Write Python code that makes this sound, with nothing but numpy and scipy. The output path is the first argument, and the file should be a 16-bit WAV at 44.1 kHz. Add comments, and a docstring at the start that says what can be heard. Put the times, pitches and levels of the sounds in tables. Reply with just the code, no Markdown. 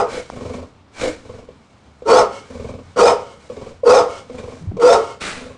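"""In a quiet fenced yard, a large dog barks close by at an even pace.
Each bark is one swell of hoarse tone (vocal folds), rasp (loose throat tissue) and air rushing between
the teeth, and it ends in a sigh. Between barks the dog draws air with a fluttering snore, huffs, grunts
and snorts. Lawn, fence and house send back echoes. A dry tick and a few dull thumps are also heard,
and a limiter holds down the loudest peaks."""
import sys
import numpy as np
from scipy import signal
from scipy.fft import rfft, irfft
from scipy.io import wavfile
from scipy.ndimage import uniform_filter1d, minimum_filter1d

SR = 44100
rng = np.random.default_rng(int(sys.argv[2]) if len(sys.argv) > 2 else 0)


def bounce(signal):
    """Save signal as a 16-bit WAV file at the path given by the first command-line argument."""
    frames = np.transpose(np.atleast_2d(signal))
    limited = np.clip(frames, -1, 1)
    pcm = np.round(limited * 32767).astype(np.int16)
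    wavfile.write(sys.argv[1], SR, pcm)


N = 245857
TIME = np.arange(N) / SR

# colour (the balance of low and high) of the quiet yard: f/Hz, level/dB
YARD_COLOUR = [(25, -28.5), (45, -22.5), (70, 15), (120, 7), (270, 6), (350, -3.5), (520, -2), (1100, -3.5),
               (1700, -11.5), (4000, -17), (8000, -29), (10000, -35.5), (10800, -55), (15000, -64.5)]
# how long the yard's echo takes to fade by 60 dB: f/Hz, t/s
YARD_DECAY = [(150, 1), (500, 0.27), (1300, 0.41), (5000, 0.34), (10000, 0.27)]
# narrow fixed notes of the yard that ring with every bark: f/Hz, level/dB
YARD_RINGS = [(314, -11), (412, -0.5), (552, 0), (683, -3), (814, -5), (882, -14.5), (920, 5), (1061, 1),
              (1119, -1), (1233, -1)]
# first echoes from lawn, fence and house: delay/s, level/dB
REFLECTIONS = [(.0046, -22), (.0093, -21), (0.0161, -14), (0.0262, -19.5)]
# one dry tick, then dull thumps: t/s, length/s, first f/Hz, last f/Hz, level/dB, roughness from 0 to 1
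THUMPS = [(0.2999, 0.0029, 1830, 344, -15.5, 0.08), (4.59, 0.096, 165, 145, -30.5, 0.67),
          (4.663, 0.053, 105, 86, -17.5, 0.44), (4.712, 0.013, 433, 260, -20, 0.51),
          (4.718, 0.076, 196, 139, -26.5, 0.74)]

# colour of air in the nose: f/Hz, level/dB
NOSE_COLOUR = [(400, 12), (1200, 7), (1600, 4), (2600, -0.5), (3500, 1), (5500, 0.5), (7500, -1.5),
               (9000, -6.5), (10200, -13), (10700, -32.5), (15000, -44.5)]
# where the muzzle rings: f/Hz, width/Hz, level/dB
NOSE_RINGS = [(1530, 120, -2), (1880, 100, -7), (2270, 110, 8), (3000, 250, -9), (4030, 150, -10)]
# colour of a chesty woof: f/Hz, level/dB
CHEST_COLOUR = [(60, -23), (180, -28), (310, -6), (410, -17), (510, 7.5), (620, -8), (800, -21.5),
                (1200, -59), (11000, -63)]
# huffs (the first row is the sigh that ends the first bark, given a huff's sound): full flow t/s, hold/s, chest
# level/dB, nose level/dB
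HUFFS = [(0.145, 0.047, -28, -33), (1.033, 0.055, -19, -29.5)]
# breaths in through the nose: full flow t/s, hold/s, level/dB
INTAKES = [(0.373, 0.19, -43), (1.268, .12, -50), (1.624, 0.41, -60.5), (2.524, 0.16, -45.5),
           (2.907, 0.059, -54.5), (3.474, 0.22, -48), (4.376, 0.21, -46)]
# sudden puffs through the nose: t/s, release/s, level/dB
PUFFS = [(.536, 0.025, -40), (1.014, 0.082, -27.5), (3.563, 0.016, -52), (4.384, 0.055, -41),
         (4.8, .04, -38)]
# snores: start t/s, end t/s, flapping f/Hz, rattle level/dB, throb level/dB
SNORES = [(.318, .68, 22.8, -30, -32), (1.245, 1.46, 22, -38, -40), (2.498, 2.83, 21, -33, -32.5),
          (3.514, 3.75, 20.7, -34, -39), (4.295, 4.59, 22.3, -33, -37), (5.316, 5.57, 21.8, -37, -40)]
# colour of the rattle in the throat: f/Hz, level/dB
RATTLE_COLOUR = [(100, -7.5), (340, -11), (490, 5), (620, -6.5), (850, -17.5), (1110, -10.5), (1450, -31.5),
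                 (1900, -57.5), (2250, -22), (2700, -29.5), (8000, -41.5), (12000, -71.5)]
# colour of the low throb in the chest: f/Hz, level/dB
THROB_COLOUR = [(30, -62), (55, -22), (88, 15), (115, -9), (150, -3), (200, -6.5), (255, 12), (310, -41),
                (600, -53.5), (6000, -75)]
# single catches in the throat: t/s, level/dB
GRUNTS = [(1.012, -13), (1.294, -20), (1.487, -23), (2.021, -20.5), (2.962, -14.5), (3.499, -15.5),
          (3.834, -24), (4.298, -21.5), (4.768, -11.5)]
# timing of the snort: t/s, attack/s, hold/s, release/s
SNORT_SWELL = (5.216, 0.0087, 0.072, 0.2)
# colour of the snort: f/Hz, level/dB
SNORT_COLOUR = [(410, 7), (700, 5.5), (856, 6), (968, 1), (1380, 11), (1550, 6.5), (2420, 7.5), (3200, 1),
                (3740, 3.5), (5230, -1.5), (8370, -5.5), (10100, -12.5), (13200, -81), (22000, -120)]

# colour of the air between the teeth: f/Hz, level/dB
AIR_COLOUR = [(900, -5), (1700, 1.5), (2400, -2), (3000, -5.5), (4200, -1), (5200, -2), (6400, -3.5),
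              (7300, -6.5), (8900, -7.5), (9300, -21), (10200, -17), (10600, -36.5), (15500, -42)]
# whistles of the mouth: jaw shut f/Hz, jaw open f/Hz, width/Hz, shut level/dB, open level/dB
WHISTLES = [(2500, 2330, 220, 9, 1), (3400, 3600, 240, -8, 7), (4550, 5220, 380, 7, 8),
            (5500, 6250, 500, 0, 0)]
# where the slack mouth rings as a bark dies away: f/Hz, width/Hz, level/dB
SIGH_RINGS = [(2196, 120, 12), (3010, 760, 6.5)]
# the air left after a bark leaves as a sigh: t/s, hold/s, rasp level/dB, air level/dB
SIGHS = [(2.35, 0.039, -39, -41.5), (3.212, 0.12, -46, -50), (4.121, 0.066, -39, -41.5),
         (5.026, 0.095, -38, -43)]
# colour of the rasp: f/Hz, level/dB
THROAT_COLOUR = [(30, -18), (100, -0.5), (160, -10), (250, -3), (330, -2), (420, 2.5), (560, 6), (700, 4.5),
                 (950, -1), (1430, 0), (1560, -17), (2000, -12.5), (2450, -21), (2900, -19), (12000, -73)]
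# a bark's rasp swells: lead before the widest jaw/s, attack/s, hold/s, release/s
RASP_SWELL = (0.081, 0.027, 0.1, 0.085)
# a bark's rushing air swells: lead before the widest jaw/s, attack/s, hold/s, release/s
AIR_SWELL = (0.069, 0.033, 0.077, 0.056)
# the voice cracks at the height of a bark: t/s
CRACKS = [2.148, 3.064, 3.903, 3.95, 4.895]
# barks: start t/s, widest jaw t/s, starting f/Hz, lead of the full tone before the widest jaw/s,
# tone level/dB, rasp level/dB, air level/dB, upper formant level/dB, tuning ratio of the whistles
BARKS = [(-.17, -0.025, 486, .07, -3, -11, -23.5, -14, 1.0),
         (2.046, 2.188, 434.6, 0.04, -2.5, -11, -22, 4.5, 0.98),
         (2.958, 3.085, 484.1, 0.055, -3, -12, -21.5, -2, 1.016),
         (3.832, 3.974, 510.7, 0.081, -1.5, -12, -22, 2, 0.997),
         (4.765, 4.929, 508.2, 0.068, -2.5, -11.5, -22, 3.5, 1.01)]


def amp(db):
    """Turns decibels into a gain to multiply by."""
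    return 10 ** (np.asarray(db) / 20)


def unit(x):
    """Scales a signal to an average strength (rms) of 1."""
    return x / np.sqrt(np.mean(x ** 2) + 1e-20)


def steady(x):
    """Keeps the strength near 1 from moment to moment."""
    return x / np.sqrt(abs(uniform_filter1d(x ** 2, size=1800)) + 1e-9)


def read(points, hz):
    """Reads between the rows of a table, on a log-frequency axis."""
    f, value = np.transpose(points)
    return np.interp(np.log(hz + 1), np.log(f + 1), value)


def noise():
    """White noise: an even hiss."""
    return rng.standard_normal(N)


def wander(hz, size=8192):
    """A random drift of strength 1 that wobbles up to about hz times a second."""
    rates = np.fft.rfftfreq(size, TIME[-1] / size)
    slow = irfft(rfft(rng.standard_normal(size)) / (1 + (rates / hz) ** 4))
    return unit(np.interp(TIME, np.linspace(0, TIME[-1], size), slow))


def colour(x, points, size=8192):
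    """Filters a sound by a colour table; the result has strength 1."""
    log_gain = np.log(amp(read(points, abs(np.fft.fftfreq(size, 1 / SR)))))
    response = np.fft.ifft(np.exp(np.conj(signal.hilbert(log_gain)))).real  # rings only after the sound
    return unit(signal.oaconvolve(x, response[:size // 2])[:N])


def resonate(x, hz, width, order=1):
    """Makes a sound ring around a fixed or moving frequency; a higher order has steeper sides."""
    r, angle = np.exp(-np.pi * width / SR), 2 * np.pi * hz / SR
    gain = [(1 - r) ** order]
    if np.ndim(hz) == 0:
        return 2 * signal.lfilter(gain, np.poly([r * np.exp(1j * angle)] * order), x + 1e-18).real
    turn = np.exp(1j * np.cumsum(angle))
    return 2 * (turn * signal.lfilter(gain, np.poly([r] * order), x * turn.conj())).real


def formant(x, hz, width):
    """A steep-sided ringing band, like those that shape a vowel."""
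    return resonate(x, hz, width, order=2)


def swell(full, attack, hold, release):
    """A gain that rises to 1 at the time full, holds, then loses 20 dB in each release time."""
    age = TIME - full
    return np.exp(-(np.minimum(age, 0) / attack) ** 2) * amp(-20 * np.maximum(age - hold, 0) / release)


def yard(level_db=-49.5):
    """The low, gently wavering rumble of the quiet yard."""
    return amp(level_db + wander(8.4)) * colour(noise(), YARD_COLOUR)


def yard_ringing(x):
    """The yard rings along with a sound at narrow fixed notes."""
    return amp(9) * sum(amp(db) * resonate(x, hz, width=22) for hz, db in YARD_RINGS)


def reflections(x):
    """Lawn, fence and house send back distinct, slightly late copies."""
    return sum(amp(db) * np.interp(TIME - delay, TIME, x, left=0) for delay, db in REFLECTIONS)


def scattered_echoes(x, delay_s=0.015, echoes_per_s=2000):
    """Many small echoes from fence and house, each band fading at its own speed."""
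    echoes = rng.choice([-1., 1.], SR) * (rng.random(SR) < echoes_per_s / SR) * (TIME[:SR] > delay_s)
    hz, t, bands = signal.stft(echoes, SR, nperseg=256)
    fade = amp(-60 * t / read(YARD_DECAY, hz)[:, None])
    tail = signal.istft(bands * fade, SR)[1]
    return signal.oaconvolve(x, tail / np.linalg.norm(tail))[:N]


def thumps():
    """Dull thumps and the body of the tick: short rough swells that sink in pitch."""
    out = np.zeros(N)
    for start, length, from_hz, to_hz, db, rough in THUMPS:
        progress = np.clip((TIME - start) / length, 0, 1)
        hz = from_hz * (to_hz / from_hz) ** progress
        tone = np.sin(2 * np.pi * np.cumsum(hz * (progress > 0)) / SR)
        rumble = unit(formant(noise(), hz, width=to_hz))
        out += amp(db) * np.sin(np.pi * progress) * ((1 - rough) * tone + rough * rumble)
    return out


def tick():
    """The bright edge of the dry tick."""
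    return amp(-39) * swell(.301, attack=.001, hold=.001, release=.004) * colour(noise(), AIR_COLOUR)


def nasal_air(ring_db):
    """Air rushes through the muzzle, which rings at wavering pitches."""
    rush = noise() * (1 + 0.16 * wander(65))
    flare = 1 + .025 * wander(14)
    ringing = sum(amp(db + ring_db) * resonate(rush, hz * flare, width) for hz, width, db in NOSE_RINGS)
    return colour(rush + ringing, NOSE_COLOUR)


def huffs():
    """Voiceless woofs with fluttering lips and a blow through the nose; the first is the sigh that ends the
    opening bark."""
    flutter_hz = 55 * (1 + .1 * wander(20))
    lips = 1 + .55 * np.sin(2 * np.pi * np.cumsum(flutter_hz) / SR)
    woof = sum(amp(db) * swell(full, 0.016, hold, 0.045) for full, hold, db, _ in HUFFS)
    blow = sum(amp(db) * swell(full, 0.058, hold, 0.093) for full, hold, _, db in HUFFS)
    chest = woof * steady(colour(noise(), CHEST_COLOUR)) * unit(lips)
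    return chest + amp(1) * blow * nasal_air(ring_db=6)


def intakes():
    """Soft breaths in through the nose between barks."""
    flow = sum(amp(db) * swell(full, 0.11, hold, 0.18) for full, hold, db in INTAKES)
    return amp(-1) * flow * nasal_air(ring_db=2)


def puffs():
    """Short bursts of air set the muzzle ringing."""
    flow = sum(amp(db) * swell(full, .003, .008, release) for full, release, db in PUFFS)
    return flow * nasal_air(ring_db=11)


def flap(turns, rise, fall):
    """One swell each turn: quick rise, slower fall."""
    return unit((1 - np.exp(-(turns % 1) / rise)) * np.exp(-(turns % 1) / fall))


def snores(throb_lag_turns=0.11):
    """Drawn air flaps the soft palate: each flap rattles the throat, then throbs in the chest."""
    rattle = steady(colour(noise(), RATTLE_COLOUR))
    throb = steady(colour(noise(), THROB_COLOUR))
    out = np.zeros(N)
    for start, end, rate, rattle_db, throb_db in SNORES:
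        on = (TIME >= start) & (TIME < end)
        turns = (TIME[on] - start) * rate
        breath = np.sin(np.pi * np.linspace(.05, 1, on.sum())).clip(0) ** 0.62
        throat = amp(rattle_db) * unit(.25 + flap(turns, .2, .27)) * rattle[on]
        chest = amp(throb_db) * flap(turns - throb_lag_turns, 0.2, 0.4) * throb[on]
        out[on] += breath * (throat + chest)
    return amp(-1) * out


def grunts(hz=490, decay_s=0.011):
    """The throat pops open and rings briefly."""
    out, rattle = np.zeros(N), colour(noise(), RATTLE_COLOUR)
    for start, db in GRUNTS:
        age = np.maximum(TIME - start, 0)
        pop = (1 - np.exp(-age / .001)) * np.exp(-age / decay_s)
        out += amp(db - 2) * pop * (0.57 * np.sin(2 * np.pi * hz * age) + 0.36 * rattle)
    return out


def snort():
    """A sudden broad hiss that dies away."""
    hiss = noise() * (1 + 0.13 * wander(201))
    return amp(-27) * swell(*SNORT_SWELL) * colour(hiss, SNORT_COLOUR)


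def gesture(lag, length):
    """A smooth move from 0 to 1 and back, once a bark, peaking lag seconds after the widest jaw."""
    return sum(np.exp(-((TIME - widest - lag) / length) ** 2) for _, widest, *_ in BARKS)


def per_bark(values):
    """Glides from one bark's value to the next."""
    return np.interp(TIME, [widest for _, widest, *_ in BARKS], values)


def mouth_air(rush, jaw):
    """Air pressed between the teeth whistles and slides with the jaw, then slackens to a sigh."""
    pressure = gesture(lag=-.025, length=.11)
    sigh = sum(amp(db) * formant(rush, hz, width) for hz, width, db in SIGH_RINGS)
    out = rush + (1 - pressure) * sigh
    tuning = per_bark([ratio for *_, ratio in BARKS])
    for shut_hz, open_hz, width, shut_db, open_db in WHISTLES:
        hz = tuning * (shut_hz + (open_hz - shut_hz) * jaw) * (1 + .03 * wander(25))
        strength = amp(shut_db + (open_db - shut_db) * jaw + 3 * wander(22))
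        out += pressure * strength * formant(rush, hz, width)
    return steady(colour(out, AIR_COLOUR))


def rasp(drive, jaw):
    """The throat starts chesty; the jaw lifts the lower formant, and closing lips drop the upper one."""
    chest = amp(5) * gesture(lag=-.095, length=.03) * formant(drive, 292, width=200)
    lower = amp(2) * jaw * formant(drive, 620 + 170 * jaw, width=330)
    lips = gesture(lag=.08, length=.07)
    upper_db = per_bark([db for *_, db, _ in BARKS]) - 1 - 7 * lips
    upper = amp(upper_db) * formant(drive, 1380 - 120 * lips, width=260)
    voiced = drive + lower + upper + chest
    return steady(colour(voiced + yard_ringing(voiced), THROAT_COLOUR))


def bark_pitch(usual_hz=472.6, settle_s=.045, arch_hz=35.87, bend_hz=12):
    """Each bark slides from its starting pitch to the usual one, arches with effort and bends a little."""
    slide = sum((hz - usual_hz) * np.exp(-((TIME - start) / settle_s) ** 2) for start, _, hz, *_ in BARKS)
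    return usual_hz + slide + arch_hz * gesture(lag=-.034, length=.028) + bend_hz * wander(16)


def bark_levels(hum_db=-23.5, sag_lead_s=0.021, crack_s=0.0095):
    """Gains of tone, rasp and air: a closed-mouth hum, the swell of the bark, then a sigh."""
    tone, hoarse, rush = np.zeros((3, N))
    for start, widest, _, tone_lead, tone_db, rasp_db, air_db, *_ in BARKS:
        voiced = np.clip((TIME - start) / .005, 0, 1)
        hum = amp(hum_db) * (TIME < widest)
        # the tone sags just before the jaw is widest
        tone_swell = swell(widest - tone_lead, attack=0.043, hold=tone_lead - sag_lead_s, release=0.09)
        rasp_swell, air_swell = (swell(widest - lead, *shape) for lead, *shape in (RASP_SWELL, AIR_SWELL))
        tone += amp(tone_db) * voiced * np.maximum(tone_swell, hum)
        hoarse += amp(rasp_db) * voiced * rasp_swell
        rush += amp(air_db) * voiced * air_swell
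    for full, hold, rasp_db, air_db in SIGHS:
        sigh = swell(full, .04, hold, 0.077)
        hoarse += amp(rasp_db) * sigh
        rush += amp(air_db) * sigh
    push = amp(3.5 * gesture(lag=0, length=0.0083))  # extra rasp and air at the widest jaw
    crack = sum(np.exp(-((TIME - t) / crack_s) ** 2) for t in CRACKS)  # the tone drops out for a moment
    return amp(-10 * crack) * tone, push * hoarse, amp(-0.5 * crack) * push * rush


def barks(pitch_wobble=0.02886, level_wobble=0.64, flap_wobble=.05, breathiness=0.66):
    """The vocal folds sing one hoarse tone while loose tissue flaps at less than half its rate."""
    pitch = bark_pitch()
    tone_gain, rasp_gain, air_gain = bark_levels()
    jaw = gesture(lag=0, length=.055)
    phase = 2 * np.pi * np.cumsum(pitch * (1 + pitch_wobble * wander(80.2))) / SR
    tone = unit((np.sin(phase) + amp(-27) * np.sin(2 * phase)) * (1 + level_wobble * wander(49.3)))
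    # each uneven flap gives a pulse and lets through a puff of air
    turns = np.cumsum(.42 * pitch * (1 + flap_wobble * wander(120))) / SR
    pulses = unit(np.diff(np.floor(turns), prepend=0) * (1 + 0.5 * noise()))
    gusts = 1.37 + np.exp(-(turns % 1) / 1.3)
    throat = amp(1) * rasp(pulses + breathiness * noise() * gusts, jaw)
    air = mouth_air(noise() * gusts, jaw)
    return tone_gain * tone + rasp_gain * throat + air_gain * air


def scene(echo_db=-16):
    """The dog, its echoes, the thumps and the tick over the quiet yard, in one channel."""
    dog = barks() + huffs() + intakes() + puffs() + snores() + grunts() + snort()
    background = yard()
    echoes = reflections(dog) + amp(echo_db) * scattered_echoes(dog)
    return (background + echoes + thumps() + tick() + dog)[None]


def record(dry, ceiling=.95, window_samples=180, cutoff_hz=15800):
    """A fast limiter turns down the loudest peaks, then a filter cuts the highest treble."""
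    gain = ceiling / np.maximum(abs(dry[0]), ceiling)
    smooth_gain = uniform_filter1d(minimum_filter1d(gain, window_samples), window_samples)
    lowpass = signal.firwin(511, cutoff_hz, window=("kaiser", 9), fs=SR)
    return signal.oaconvolve(dry * smooth_gain, lowpass[None], "same")


dry = scene()
out = record(dry)
bounce(out)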